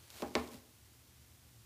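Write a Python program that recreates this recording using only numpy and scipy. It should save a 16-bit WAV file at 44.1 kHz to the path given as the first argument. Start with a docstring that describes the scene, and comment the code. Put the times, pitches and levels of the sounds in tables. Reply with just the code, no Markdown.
"""A plastic dustpan on a wooden floor is knocked twice, in clusters of blows, by a chinchilla flipping over in dust.
Each blow sums decaying pan modes, a dull knock and a rattle; dispersed clicks are the lip snaps.
Bursts of tiny contacts are claw ticks, short low tones are paw pats, a slow-rising sine is the floorboards.
Shaped noise with sparse grains is the fur in the dust. Behind lie noise-band hum, hiss and a room tail."""
import sys
import numpy as np
from scipy import signal
from scipy.fft import rfft, irfft
from scipy.io import wavfile

SR = 44100
rng = np.random.default_rng(int(sys.argv[2]) if len(sys.argv) > 2 else 0)


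def bounce(signal):
    """Save signal as a 16-bit WAV file at the path given by the first command-line argument."""
    frames = np.transpose(np.atleast_2d(signal))
    limited = np.clip(frames, -1, 1)
    pcm = np.round(limited * 32767).astype(np.int16)
    wavfile.write(sys.argv[1], SR, pcm)


N = 72765  # samples


def amp(db):
    """Decibels to gain."""
    return 10 ** (np.asarray(db) / 20)


def unit(x):
    """Scales to rms 1."""
    return x / np.sqrt(np.mean(x ** 2) + 1e-20)


def read(points, hz):
    """Interpolates a table on a log-frequency axis."""
    f, value = np.transpose(points)
    return np.interp(np.log(hz + 1), np.log(f + 1), value)


def curve(points):
    """Gain per sample from a table of t/s, level/dB."""
    return amp(np.interp(np.arange(N) / SR, *np.transpose(points)))


def add(mix, start_s, sound):
    """Mixes a sound in at a time, cut at the end of the mix."""
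    part = mix[max(round(start_s * SR), 0):][:len(sound)]
    part += sound[:len(part)]


def tint(x, colour):
    """Filters noise by a spectrum table, then scales to rms 1."""
    gain = amp(read(colour, np.fft.rfftfreq(N, 1 / SR)))
    return unit(irfft(rfft(x) * gain, N))


def click(colour, size=4096):
    """Minimum-phase pulse: the Hilbert transform of the log gain sets its phase."""
    hz = abs(np.fft.fftfreq(size, 1 / SR))
    log_gain = np.log(amp(read(colour, hz)))
    spectrum = np.exp(np.conj(signal.hilbert(log_gain)))
    return np.fft.ifft(spectrum).real[:size // 2]


def fade(t, t60_s):
    """Exponential decay, -60 dB at t60."""
    return np.exp(-np.log(1000) * t / t60_s)


def chatter(t60_s, size=16384):
    """Dying burst of tiny contacts: noise pushed towards a flat spectrum, energy 1."""
    x = rng.standard_normal(size)
    envelope = fade(np.arange(size) / SR, t60_s)
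    for _ in range(4):
        # flatten the spectrum, then take the envelope back out
        x = irfft(np.exp(1j * np.angle(rfft(x * envelope))), size)
        level = np.sqrt(np.mean(envelope ** 2))
        x = np.clip(unit(x) * level / (envelope + 1e-9), -3, 3)
    burst = x * envelope
    return burst / np.linalg.norm(burst)


# body blows on the pan: t/s, level/dB, contact softness/ms, floorboard level/dB
BODY_BLOWS = [(0.199, -25.5, 0.06, -88), (0.2231, -6, 0.089, -57.5), (0.2378, -13.5, 0.13, -71),
              (0.2555, -19.5, 0.11, -68), (0.3535, 0, 0.055, -44.5), (0.3581, -18, 0.029, -59),
              (0.386, -14.5, 0.045, -72)]
# pan modes: f/Hz, level re blow/dB, t60/s
PAN_MODES = [(242.6, -32.5, 0.17), (262.6, -43, 0.25), (290.4, -40, 0.41), (356, -35.5, 0.14),
             (449, -38, 0.2), (543, -50, 0.04), (632, -33.5, 0.12), (671.4, -36, 0.093),
             (774, -35.5, 0.081), (814, -34.5, 0.2), (981, -40.5, .15), (1061.6, -33, 0.085),
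             (1154, -49, 0.17), (1764, -44, 0.15)]
# dull knock of pan on floor: f/Hz, gain/dB
KNOCK_SPECTRUM = [(30, -61.5), (140, 1.5), (240, 8), (500, 8.5), (1050, 2), (1450, -2), (2500, -7.5),
                  (6000, -24), (15000, -34)]
RATTLE_DB, RATTLE_T60_S, RATTLE_DELAY_S = 2, 0.1225, 0.004  # level and delay re knock


def pan():
    """Each blow knocks the pan, rings its modes and makes it chatter; soft contacts lose treble."""
    t, out, knock = np.arange(SR) / SR, np.zeros(N), click(KNOCK_SPECTRUM)
    ring = np.zeros(SR)
    for k, (hz, db, t60_s) in enumerate(PAN_MODES):
        polarity = (-1) ** k
        ring += polarity * amp(db) * fade(t, t60_s) * np.sin(2 * np.pi * hz * t)
    for start_s, db, soft_ms, _ in BODY_BLOWS:
        body = ring.copy()
        add(body, 0, knock)
        rattle = signal.fftconvolve(chatter(RATTLE_T60_S), knock)
        add(body, RATTLE_DELAY_S, amp(RATTLE_DB) * rattle)
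        u = t * 1000 / soft_ms
        push = u * np.exp(-u)  # contact force
        add(out, start_s, amp(db) * signal.fftconvolve(body, push / push.sum())[:SR])
    return out


SPREAD_S = 0.001081  # bending-wave travel time at 1 kHz


def disperse(x, size=4096):
    """Bending waves in plastic: delay goes as 1/sqrt(f), so treble arrives first."""
    f = np.fft.rfftfreq(size, 1 / SR)
    phase = -4 * np.pi * SPREAD_S * np.sqrt(1000 * f)
    return irfft(rfft(x, size) * np.exp(1j * phase), size)


# hard snaps of the pan's lip on the floor: t/s, level/dB
LIP_SNAPS = [(0.2216, -14), (0.3527, 1)]
# sharp contact: f/Hz, gain/dB
SNAP_SPECTRUM = [(150, -13), (1400, -13), (2200, 4), (2900, -4), (4400, -1), (6000, -9), (8000, -15),
                 (15000, -33.5)]
BUZZ_DB, BUZZ_T60_S = -8.5, 0.03  # level re snap


def lip_snaps():
    """A sharp contact disperses through the plastic, then the lip buzzes briefly."""
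    out, snap = np.zeros(N), disperse(click(SNAP_SPECTRUM))
    for start_s, db in LIP_SNAPS:
        add(out, start_s, amp(db) * snap)
        buzz = signal.fftconvolve(chatter(BUZZ_T60_S), snap)
        add(out, start_s + SPREAD_S, amp(db + BUZZ_DB) * buzz)
    return out


# claw ticks on the plastic: t/s, level/dB, scratch t60/s
CLAW_TICKS = [(0.1027, -22, 0.014), (0.4744, -25, 0.034), (0.5426, -27.5, 0.012), (0.572, -34.5, 0.007)]
# claw contact: f/Hz, gain/dB
CLAW_SPECTRUM = [(200, -12), (2400, -11), (3600, 2.5), (6000, -2.5), (7500, -8.5), (12000, -9.5),
                 (15000, -13)]


def claw_ticks():
    """A claw scratch is a short burst of tiny contacts with one spectrum."""
    out, claw = np.zeros(N), click(CLAW_SPECTRUM)
    for start_s, db, t60_s in CLAW_TICKS:
        add(out, start_s, amp(db) * signal.fftconvolve(chatter(t60_s), claw))
    return out


# soft paw pats as the animal settles: t/s, level/dB, f/Hz, time to peak/s
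PAW_PATS = [(0.5405, -45, 241.6, 0.0088), (0.547, -53, 147, 0.0048), (0.566, -52, 86.2, 0.011)]


def paw_pats():
    """A soft paw raises only one low tone, quickly damped."""
    t, out = np.arange(SR // 4) / SR, np.zeros(N)
    for start_s, db, hz, peak_s in PAW_PATS:
        envelope = (t / peak_s * np.exp(1 - t / peak_s)) ** 2
        add(out, start_s, amp(db) * envelope * np.sin(2 * np.pi * hz * t))
    return out


BOARD_HZ, BOARD_T60_S, BOARD_RISE_S = 76.1, 0.32, 0.028


def floorboards():
    """Each blow excites one low floor mode, which swells and decays."""
    t, out = np.arange(SR) / SR, np.zeros(N)
    rise = 1 - np.exp(-(t / BOARD_RISE_S) ** 2)
    boom = np.sin(2 * np.pi * BOARD_HZ * t) * rise * fade(t, BOARD_T60_S)
    boom /= abs(boom).max()
    for start_s, _, _, board_db in BODY_BLOWS:
        add(out, start_s, amp(board_db) * boom)
    return out


# fur sweeping through dust: t/s, level/dB
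SWISH_LEVEL = [(0, -64), (0.095, -63.5), (0.112, -58.5), (0.136, -56), (0.221, -52), (0.245, -58.5),
               (0.333, -62.5), (0.375, -52), (0.439, -59), (0.502, -62), (0.523, -55), (0.569, -60),
               (0.61, -68.5), (0.7, -71.5)]
# swish spectrum: f/Hz, relative density/dB per Hz
SWISH_SPECTRUM = [(60, -35), (250, 1), (800, 1), (1400, -1), (2200, -0.5), (4000, -0.5), (6500, -3),
                  (9000, -5), (15000, -7)]
GRAINS_PER_S, GRAIN_SPREAD_DB, GRAIN_DB = 1500, -15.5, 1.5  # GRAIN_DB re friction noise


def fur():
    """Friction noise plus sparse dust grains of random size and sign."""
    sizes = amp(GRAIN_SPREAD_DB * np.minimum(rng.exponential(1, N), 4))
    hits = rng.random(N) < GRAINS_PER_S / SR
    grains = sizes * rng.choice([-1, 1], N) * hits
    rub = rng.standard_normal(N) + amp(GRAIN_DB) * unit(grains)
    return tint(rub, SWISH_SPECTRUM) * curve(SWISH_LEVEL)


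# low room hum: f/Hz, level before swell/dB, width at half amplitude/Hz
HUM_BANDS = [(74.4, -71, 16), (117.6, -71, 18), (236, -88, 26), (341.6, -87.5, 20)]
# slow hum swell: t/s, level/dB
HUM_SWELL_LEVEL = [(0, 1.5), (.72, -2), (.9, 2), (1.2, 1), (1.65, 3.5)]


def hum():
    """Narrow noise bands waver around each hum frequency."""
    f, out = np.fft.rfftfreq(N, 1 / SR), np.zeros(N)
    for hz, db, width_hz in HUM_BANDS:
        resonance = 1 / (1 + (2 * (f - hz) / width_hz) ** 2)
        band = irfft(rfft(rng.standard_normal(N)) * resonance, N)
        out += amp(db) * unit(band)
    return out * curve(HUM_SWELL_LEVEL)


# steady background: f/Hz, relative density/dB per Hz
AIR_SPECTRUM = [(20, -27), (42, -17.5), (55, -35), (80, -2), (125, -7.5), (160, -14.5), (240, -12),
                (350, -18), (520, -23), (1500, -25), (5000, -24), (15000, -26)]
AIR_DB = -64  # rms


def hiss():
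    """Steady shaped noise."""
    return amp(AIR_DB) * tint(rng.standard_normal(N), AIR_SPECTRUM)


# room reverberation: f/Hz, t60/s
ROOM_DECAY = [(80, 1), (250, 0.56), (1000, 0.55), (4000, 0.29), (14000, 0.15)]
ROOM_GAP_S, PAN_ROOM_DB, TICK_ROOM_DB = 0.0079, -15, -15


def room(x):
    """Diffuse noise tail; each band decays at its own rate."""
    hz, t, z = signal.stft(rng.standard_normal(SR), SR, nperseg=256)
    decay = fade(t, read(ROOM_DECAY, hz)[:, None])
    tail = signal.istft(z * decay, SR, nperseg=256)[1]
    # silent for one gap, then ramps up over another
    tail = tail * np.clip(np.arange(len(tail)) / SR / ROOM_GAP_S - 1, 0, 1)
    return signal.fftconvolve(x, tail / np.linalg.norm(tail))[:N]


def scene():
    """Sums all sources and the echo, mono on two channels."""
    thumps = pan()
    clicks = lip_snaps() + claw_ticks()
    echo = room(amp(PAN_ROOM_DB) * thumps + amp(TICK_ROOM_DB) * clicks)
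    mono = thumps + clicks + echo + paw_pats() + floorboards() + fur() + hum() + hiss()
    return np.array([mono, mono])


LOW_CUT_HZ, EDGE_HZ = 25, 15350


def record(dry):
    """The microphone's bass roll-off and the recorder's band limit."""
    high_pass = signal.butter(3, LOW_CUT_HZ, "high", fs=SR, output="sos")
    low_pass = signal.firwin(511, EDGE_HZ, window=("kaiser", 9), fs=SR)
    return signal.oaconvolve(signal.sosfilt(high_pass, dry), low_pass[None], "same")


dry = scene()
out = record(dry)
bounce(out)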